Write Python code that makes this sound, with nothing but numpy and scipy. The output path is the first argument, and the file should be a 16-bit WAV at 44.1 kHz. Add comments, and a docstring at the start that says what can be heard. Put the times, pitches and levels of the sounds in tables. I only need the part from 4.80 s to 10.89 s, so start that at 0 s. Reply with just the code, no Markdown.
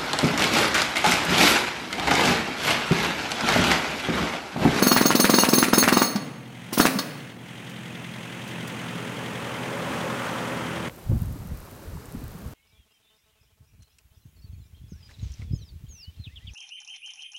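"""A pneumatic jackhammer pounds pavement between two rows of houses, about 21 blows a second,
stops, and gives one more short burst. Each impact thuds and excites the modes of the steel chisel;
when the bit sits loose it slaps and rattles instead. A diesel compressor drones behind it.
At the end a car rolls past, its note lowered by the Doppler effect, while an automatic gain
control, pushed down by the hammer, creeps back up."""
import sys
import numpy as np
from scipy import signal
from scipy.fft import rfft, irfft, next_fast_len
from scipy.io import wavfile
from scipy.ndimage import uniform_filter1d

SR = 44100
rng = np.random.default_rng(int(sys.argv[2]) if len(sys.argv) > 2 else 0)


def waveform_to_disk(signal):
    """Save audio, clipped to [-1, 1], as 16-bit WAV at the path in sys.argv[1]."""
    frames = np.transpose(np.atleast_2d(signal))
    scaled = np.clip(frames, -1, 1) * 32767
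    samples = np.round(scaled).astype(np.int16)
    wavfile.write(sys.argv[1], SR, samples)


N = 268392
TIME = np.arange(N) / SR

# Hammer blows. Each row: time in seconds, strength in dB, looseness of the bit 0-1, extra ring in dB.
STROKES = [(0.0261,0,0.4,-1), (0.0705,0,0.42,4.5), (.118,1.5,0.64,6), (0.1651,0,0.88,6), (0.2141,0,0.37,-6),
           (.259,-1.5,0.18,2.5), (0.3061,-1,0.92,-12), (.354,-2,0.06,-3.5), (0.4004,-2.5,0,2.5),
           (0.4454,1,0.83,-1.5), (0.4988,-0.5,0.16,-3), (0.5419,0.5,0.43,3), (0.587,-1,0.47,5.5),
           (0.6362,-0.5,0.89,-4), (.689,-7,0,1.5), (0.7351,-1,0.12,3), (0.7838,-3,0.1,3.5),
           (0.8288,1,0.89,-5), (.885,-10,0.28,-14), (0.9349,0.5,0.6,1.5), (0.9814,0.5,0.33,7),
           (1.029,-1,.95,-1), (1.079,0.5,0.9,-8), (1.1269,-0.5,0.42,-1), (1.172,0,0.6,1.5),
           (1.2201,-1,0.61,3), (1.929,-19.5,0.25,-14), (1.979,-8,0.3,-14), (2.0018,3,0.51,-22),
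           (2.009,-7,.2,4.5), (2.055,1,0.84,-16)]
# The thud's level in dB with the bit seated, half loose and loose.
THUD_DB = (-4, -5.5, -11)
# Normal modes of the chisel. Each row: frequency in Hz, relative level in dB.
CHISEL_MODES = [(1935,-48),(2826,-47),(3058,-54),(3768,-40),(4366,-31),(4990,-45),(5259,-40),(5809,-53),(6379,-36),(6546,-41),(7983,-54),(9313,-46),(9851,-45),(10121,-53),(10788,-52),(11504,-49),(12414,-51),(12656,-54),(12995,-54),(14626,-48),(14939,-46),(15149,-44),(15359,-51),(15504,-44)]


def from_db(db):
    """Decibels to amplitude ratio."""
    return 10 ** (np.asarray(db) / 20)


def rms_one(x):
    """Normalisation to unit rms."""
    return x / np.sqrt(np.mean(x ** 2) + 1e-20)


def noise(spectrum):
    """Spectrally shaped noise of unit rms. Each row: frequency in Hz, relative density in dB."""
    hz, db = np.transpose(spectrum)
    size = next_fast_len(N, real=True)
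    grid = np.maximum(np.fft.rfftfreq(size, 1 / SR), 1)
    colour = from_db(np.interp(np.log(grid), np.log(hz), db))
    return rms_one(irfft(rfft(rng.standard_normal(size)) * colour, size)[:N])


def drift(rate):
    """Random modulation of unit rms, through `rate` values a second."""
    return rms_one(np.interp(TIME * rate, np.arange(8192), rng.standard_normal(8192)))


def add(out, s, sound):
    """Superposition of a short sound at s seconds."""
    at = int(np.clip(round(s * SR), 0, N - 1))
    out[at:at + len(sound)] += sound[:N - at]


def bursts(rows, rise):
    """Exponential decays summed in power. Each row: start in seconds, level in dB, t60 in seconds."""
    power = np.zeros(N)
    for s, db, t60 in rows:
        t = TIME[:int(t60 * SR) + 1]
        add(power, s, (from_db(db - 60 * t / t60) * (1 - np.exp(-t / rise))) ** 2)
    return np.sqrt(power)


def bumps(rows):
    """Brief Gaussian changes of level, in dB."""
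    return sum(db * np.exp(-.5 * ((TIME - s) / width) ** 2) for s, db, width in rows)


def once_a_cycle(cycles, place, width):
    """Periodic Gaussian pulse at one place in the engine cycle."""
    return np.exp(-.5 * (((cycles - place + .5) % 1 - .5) / width) ** 2)


def hum(cycles, orders, waver_db):
    """Harmonics of an engine's phase, each wavering in strength."""
    return rms_one(sum(from_db(db + waver_db * drift(6)) * np.sin(2 * np.pi * (k * cycles + rng.random()))
                       for k, db in orders))


def knock(low_hz, high_hz, order=2):
    """Impulse response of a broad resonance: a few swings, peak 1."""
    sos = signal.butter(order, [low_hz, high_hz], "band", fs=SR, output="sos")
    swing = signal.sosfilt(sos, signal.unit_impulse(SR // 20))
    return swing / np.abs(swing).max()


def stroke_levels(law):
    """Time and level of each blow; `law` gives dB for a seated, a half loose and a loose bit."""
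    s, strength_db, looseness, _ = np.transpose(STROKES)
    return np.column_stack([s, strength_db + np.interp(looseness, [0, .5, 1], law)])


def impacts():
    """Impulsive excitation: the valve flips, the piston thuds, the housing clacks, the bit slaps."""
    slap_law = (-27.5, -8.5, -8)  # dB when seated, half loose, loose
    out = np.zeros(N)
    for (s, thud_db), (_, slap_db) in zip(stroke_levels(THUD_DB), stroke_levels(slap_law)):
        # each resonance is tuned a little differently at every blow
        thud, clack, slap, valve = np.exp(np.array([.04, .12, .12, .12]) * rng.standard_normal(4))
        add(out, s - .006, from_db(thud_db - 10) * knock(650 * valve, 1600 * valve))
        add(out, s - .00443, from_db(thud_db - 2) * knock(165 * thud, 335 * thud, order=3))
        add(out, s - .002396, from_db(thud_db - 8) * knock(400 * clack, 590 * clack))
        add(out, s - .000785, -from_db(slap_db + 4.5) * knock(860 * slap, 1600 * slap))
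    return out


def shaking(casing_t60=0.097, crack_t60=0.061, rattle_t60=0.11):
    """Broadband transients: the casing shudders, steel cracks on steel, the bit rattles in rubble."""
    # Their spectra. Each row: frequency in Hz, density in dB.
    casing_colour = [(40,-23),(100,-20),(150,-23),(260,-17),(370,-4),(490,8),(650,-5),(830,8),(1080,18.5),(1600,1),(2600,6),(4000,-4),(8000,-4.5),(16000,-9)]
    crack_colour = [(1500,2.5),(3000,-8.5),(4300,7.5),(6500,6),(8500,-22),(12000,-18),(16000,7.5)]
    rattle_colour = [(300,-4),(700,-7.5),(1200,-4),(2200,-1.5),(3200,-9),(4500,-13),(7000,-15.5),(11000,-16),(16000,-23)]
    # Levels in dB when seated, half loose, loose: a seated bit cracks, a loose one rattles.
    crack_law = (-8.5, -20.5, -20.5)
    rattle_law = (-29, -27.5, -11)
    casing = bursts([(s - .004, db - 15, casing_t60) for s, db in stroke_levels(THUD_DB)], rise=.00017)
    crack = bursts([(s - .0005, db, crack_t60) for s, db in stroke_levels(crack_law)], rise=.00025)
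    rattle = bursts([(s + .0032, db, rattle_t60) for s, db in stroke_levels(rattle_law)], rise=.0028)
    steel = casing * noise(casing_colour) + crack * noise(crack_colour)
    grain = rms_one(from_db(4 * np.tanh(drift(700))))
    return steel + rattle * grain * noise(rattle_colour)


def chisel(t60=0.38, choke_lead=0.0037, choke_t60=0.025, scatter_db=4, detune=0.00023):
    """Free vibration: each blow damps the last ring and excites the modes in a new mix."""
    # Edges in Hz; the inner two divide the modes into three registers.
    register_edges = [2000, 5500, 9000, 17000]
    # Each register's level in dB when seated, half loose, loose.
    low_law = (-27, -23.5, -34.5)
    middle_law = (-24, -25, -48)
    top_law = (-20, -25.5, -32)
    hz, mode_db = np.transpose(CHISEL_MODES)
    register = np.clip(np.digitize(hz, register_edges) - 1, 0, 2)
    out, t = np.zeros(N), TIME[:int(t60 * SR)]
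    # the shank buzzes in its socket, so every mode flutters
    flutter = np.array([1 + 0.57 * drift(170) for _ in hz])
    starts, _, _, extra_db = np.transpose(STROKES)
    rings_db = np.transpose([stroke_levels(law)[:, 1] + extra_db
                             for law in (low_law, middle_law, top_law)])
    for s, gap, ring_db in zip(starts, np.diff(starts, append=TIME[-1]), rings_db):
        strength = from_db(mode_db + scatter_db * rng.standard_normal(len(hz)))
        share = strength / np.sqrt(np.bincount(register, strength ** 2))[register]
        gain = share * from_db(ring_db[register])
        pitch = hz * (1 + detune * rng.standard_normal(len(hz)))
        age, at = t[t < gap + choke_t60], round(s * SR)
        modes = np.sin(2 * np.pi * (pitch[:, None] * age + rng.random((len(hz), 1))))
        modes *= flutter[:, at:at + len(age)]
        choked_for = np.maximum(age - max(gap - choke_lead, .005), 0)
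        fade_db = -60 * (age / t60 + choked_for / choke_t60)
        add(out, s, gain @ modes * from_db(fade_db) * (1 - np.exp(-age / 0.00033)))
    return out


def sizzle(t60=0.31):
    """Modal overlap: countless weak modes of the chisel blur into noise."""
    # Their spectrum. Each row: frequency in Hz, density in dB.
    colour = [(2000,-36),(4000,22),(6500,-4),(7400,7),(9500,12),(12500,4),(13800,-17),(15400,-33)]
    law = (-27, -30.5, -39)  # dB when seated, half loose, loose
    return bursts([(s, db, t60) for s, db in stroke_levels(law)], rise=0.0043) * noise(colour)


def street(x, wet_db=-13, t60=1.0, treble_t60=0.6):
    """Reverberation between house fronts: dull echoes and a diffuse tail whose treble dies sooner."""
    # Reflections from the ground and near walls. Each row: delay in seconds, level in dB.
    reflections = [(.0084,-12.5),(0.0163,-14),(0.0201,-30.5),(0.029,-19.5)]
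    # The tail's spectrum. Each row: frequency in Hz, density in dB.
    colour = [(60,-17),(180,2.5),(260,7),(350,0),(500,8.5),(1100,0.5),(2500,6.5),(4300,1),(6000,1.5),(10000,6.5),(16000,-16.5)]
    diffuse, t = noise(colour)[:SR], TIME[:SR]
    dull = signal.sosfilt(signal.butter(1, 3500, fs=SR, output="sos"), diffuse)
    tail = dull * from_db(-60 * t / t60) + (diffuse - dull) * from_db(-60 * t / treble_t60)
    tail *= 1 - np.exp(-t / 0.0027)
    echoes = np.zeros(N)
    for delay, db in reflections:
        add(echoes, delay, from_db([db]))
    echoes = signal.sosfilt(signal.butter(1, 2500, fs=SR, output="sos"), echoes[:SR])
    return signal.fftconvolve(x, from_db(wet_db) * tail / np.linalg.norm(tail) + echoes)[:len(x)]


def compressor(cycle_hz=10.69, drone_db=-36, clatter_db=-40.5):
    """Periodic combustion: a four-cylinder diesel hums, and its firings modulate rumble and clatter."""
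    # The four firings. Each row: place in the cycle 0-1, level in dB.
    firings = [(.20,-8.5),(.45,-4.5),(.70,-8.5),(.95,-3.5)]
    # Exhaust harmonics. Each row: multiple of the cycle rate, level in dB.
    orders = [(8,-15),(9,-16),(12,1),(14,-25),(16,0.5),(18,-22),(19,-45),(20,-1),(22,-6.5),(24,-35),(32,-14),(44,-9)]
    # Tones of the air end and fan, beating against the exhaust. Each row: frequency in Hz, level in dB.
    fan_lines = [(116.5,9),(182.9,4.5)]
    # Engine noise spectra. Each row: frequency in Hz, density in dB.
    rumble_colour = [(30,-58),(70,-37),(100,-31),(135,-3),(190,-0.5),(250,-1.5),(330,-7),(500,-14.5),(900,-12),(2000,-38)]
    clatter_colour = [(300,-19),(600,-5),(1000,-10.5),(1450,-0.5),(2100,0.5),(2600,-1),(3200,-1),(4400,-15),(5300,-17),(6400,-12.5),(7400,-17.5),(8700,-15.5),(11500,-24),(16000,-39)]
    # Squeaks and chuffs. Each row: place and spread in cycles, centre and width in Hz, level in dB.
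    squeaks = [(.8,.12,2040,110,-9), (.2,.08,2580,110,-13), (.55,.12,1830,130,-15), (.72,.06,3200,450,-10)]
    # The clatter dips briefly. Each row: time in seconds, depth in dB, width in seconds.
    dips = [(1.64,6,0.11), (2.58,6.5,.05)]
    cycles = cycle_hz * TIME + 0.0057 * drift(4)
    throb = rms_one(1 + sum(from_db(db) * once_a_cycle(cycles, place, 0.032) for place, db in firings))
    fan = rms_one(sum(from_db(db + 0.2 * drift(2.28)) * np.sin(2 * np.pi * hz * TIME)
                      for hz, db in fan_lines))
    exhaust = from_db(-3.5) * hum(cycles, orders, waver_db=1.5)
    rumble = from_db(-4) * throb * noise(rumble_colour)
    clatter = throb * noise(clatter_colour)
    for place, spread, hz, width_hz, db in squeaks:
        tone = signal.lfilter(*signal.iirpeak(hz, hz / width_hz, fs=SR), rng.standard_normal(N))
        clatter += from_db(db) * rms_one(tone * once_a_cycle(cycles, place, spread))
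    drone = exhaust + rumble + from_db(-8) * fan
    return from_db(drone_db) * drone + from_db(clatter_db - bumps(dips)) * clatter


def casing_knocks():
    """Damped oscillation: the hammer's casing rings with hollow knocks."""
    # Each row: start in seconds, level in dB, frequency in Hz, t60 in seconds.
    knocks = [(1.352,-10.5,211,0.069),(2.154,-13,198,0.075)]
    out = np.zeros(N)
    for s, db, hz, t60 in knocks:
        t = TIME[:int(t60 * SR)]
        envelope = from_db(db - 60 * t / t60) * (1 - np.exp(-t / 0.0025)) ** 2
        add(out, s, envelope * np.sin(2 * np.pi * hz * t))
    return out


def clinks(tick_t60=0.053, ring_t60=0.11, tilt_db_per_octave=-5):
    """Light impact: the idle bit drops on its retainer, ticks and rings mostly in its lower modes."""
    # Each row: start in seconds, level in dB.
    drops = [(1.358,-22.5), (2.187,-16.5), (2.307,-45)]
    # The tick's spectrum. 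Each row: frequency in Hz, density in dB.
    colour = [(50,-23),(300,5.5),(1500,3),(2800,-9.5),(4200,5.5),(6000,-4),(8000,-11),(16000,-14)]
    modes = sum(from_db(db + tilt_db_per_octave * np.log2(hz))
                * np.sin(2 * np.pi * (hz * TIME + rng.random())) for hz, db in CHISEL_MODES)
    tick = bursts([(s, db, tick_t60) for s, db in drops], rise=0.0017) * noise(colour)
    ring = bursts([(s, db - 11, ring_t60) for s, db in drops], rise=0.0008) * rms_one(modes)
    return tick + ring


def run_down(start_hz=157.4, octaves_per_s=1):
    """Exponential glide: a low hum sinks and fades after each run of blows."""
    # Each row: start in seconds, level in dB, t60 in seconds.
    hums = [(1.381,-32,1.35), (2.25,-32,1.4)]
    out = np.zeros(N)
    for s, db, t60 in hums:
        hz = start_hz * 2 ** (-octaves_per_s * np.maximum(TIME - s, 0))
        out += bursts([(s, db, t60)], rise=0.022) * rms_one(np.sin(2 * np.pi * np.cumsum(hz) / SR))
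    return out


def air_spurts():
    """Jet noise: compressed air escapes around the last short burst."""
    # Each row: start in seconds, level in dB, t60 in seconds.
    spurts = [(1.929,-27,0.36),(1.981,-15,0.078),(2.058,-29,0.68),(2.19,-30,0.16),(2.22,-53,1)]
    # The hiss's spectrum. Each row: frequency in Hz, density in dB.
    colour = [(50,-20),(150,-3),(500,8),(1500,-8),(3000,0.5),(5600,5),(7500,-3),(10000,2.5),(13000,-1),(16000,8.5)]
    return bursts(spurts, rise=0.0014) * noise(colour)


def grit():
    """Noise transients: small, bright ticks after the hammer has stopped."""
    # Each row: start in seconds, level in dB, t60 in seconds.
    ticks = [(2.895,-42,.12),(3.675,-44,0.19),(3.876,-33.5,0.047)]
    # Their spectrum. Each row: frequency in Hz, density in dB.
    colour = [(2000,-12),(4500,3),(10000,-3),(15000,-5)]
    return bursts(ticks, rise=0.00079) * noise(colour)


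def car(nearest_s=5.42, m_per_s=5.5, nearest_m=4.07, firing_hz=82.85, falloff=1.45):
    """A moving source: the sound swells as it nears, and the Doppler effect lowers the exhaust note."""
    # Exhaust harmonics. Each row: multiple of the firing rate, level in dB.
    orders = [(1,-12),(2,-4.5),(3,-1),(4,-5),(5,-3)]
    # Tyre roar. Each row: frequency in Hz, density in dB.
    tyre_colour = [(40,-34),(75,-20),(110,-11),(160,-7),(235,2),(370,-6),(470,0),(540,6),(640,-3),(1000,-1),(1350,-2),(2200,-11),(4000,-21),(8500,-25),(16000,-36)]
    # The note dips and the roar surges. Each row: time in seconds, size in dB, width in seconds.
    dips = [(5.5,15,0.068)]
    surges = [(5.15,2,0.051), (5.46,2.5,0.018)]
    along = m_per_s * (TIME - nearest_s)
    distance = np.hypot(along, nearest_m)
    receding = along / distance
    heard_hz = firing_hz / (1 + receding * m_per_s / 343)
    cycles = np.cumsum(heard_hz * (1 + 0.0033 * drift(8))) / SR
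    directivity_db = 3.5 * receding  # the tailpipe points backwards
    engine = from_db(-36 + directivity_db - bumps(dips)) * hum(cycles, orders, waver_db=2.5)
    tyres = from_db(-31.5 + bumps(surges)) * noise(tyre_colour)
    return (nearest_m / distance) ** falloff * (tyres + engine)


def gain_control(x, threshold_db=-15.5, release_db_per_s=4, window_s=0.11):
    """Compression: power above the threshold pushes the gain down; it creeps back up in the quiet."""
    power = uniform_filter1d(x[0] ** 2, int(window_s * SR))
    excess_db = np.maximum(10 * np.log10(np.maximum(power, 1e-12)) - threshold_db, 0)
    release_db = release_db_per_s * TIME
    return x * from_db(release_db - np.maximum.accumulate(excess_db + release_db))


def scene(hammer_db=8.5):
    """Superposition of the nearby hammer, its reverberation, the compressor and the car."""
    hammer = impacts() + shaking() + chisel() + sizzle() + casing_knocks() + clinks() + air_spurts()
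    # so small a source radiates little deep bass
    low_cut = signal.butter(2, 72, "high", fs=SR, output="sos")
    hammer = from_db(hammer_db) * signal.sosfilt(low_cut, hammer)
    # the work is already under way, so the street is full of sound from the start
    earlier = hammer[:round(.47 * SR)]
    reverberation = street(np.concatenate([earlier, hammer]))[len(earlier):]
    return (hammer + reverberation + run_down() + compressor() + car() + grit())[None]


def record(dry, ceiling=0.73, cutoff_hz=15800):
    """Gain control, soft saturation of the largest swings and a steep low-pass filter."""
    level = gain_control(dry)
    rounded = level / (1 + (level / ceiling) ** 4) ** (1 / 4)
    return signal.sosfilt(signal.ellip(12, .2, 80, cutoff_hz, fs=SR, output="sos"), rounded)


dry = scene()
out = record(dry)
waveform_to_disk(out)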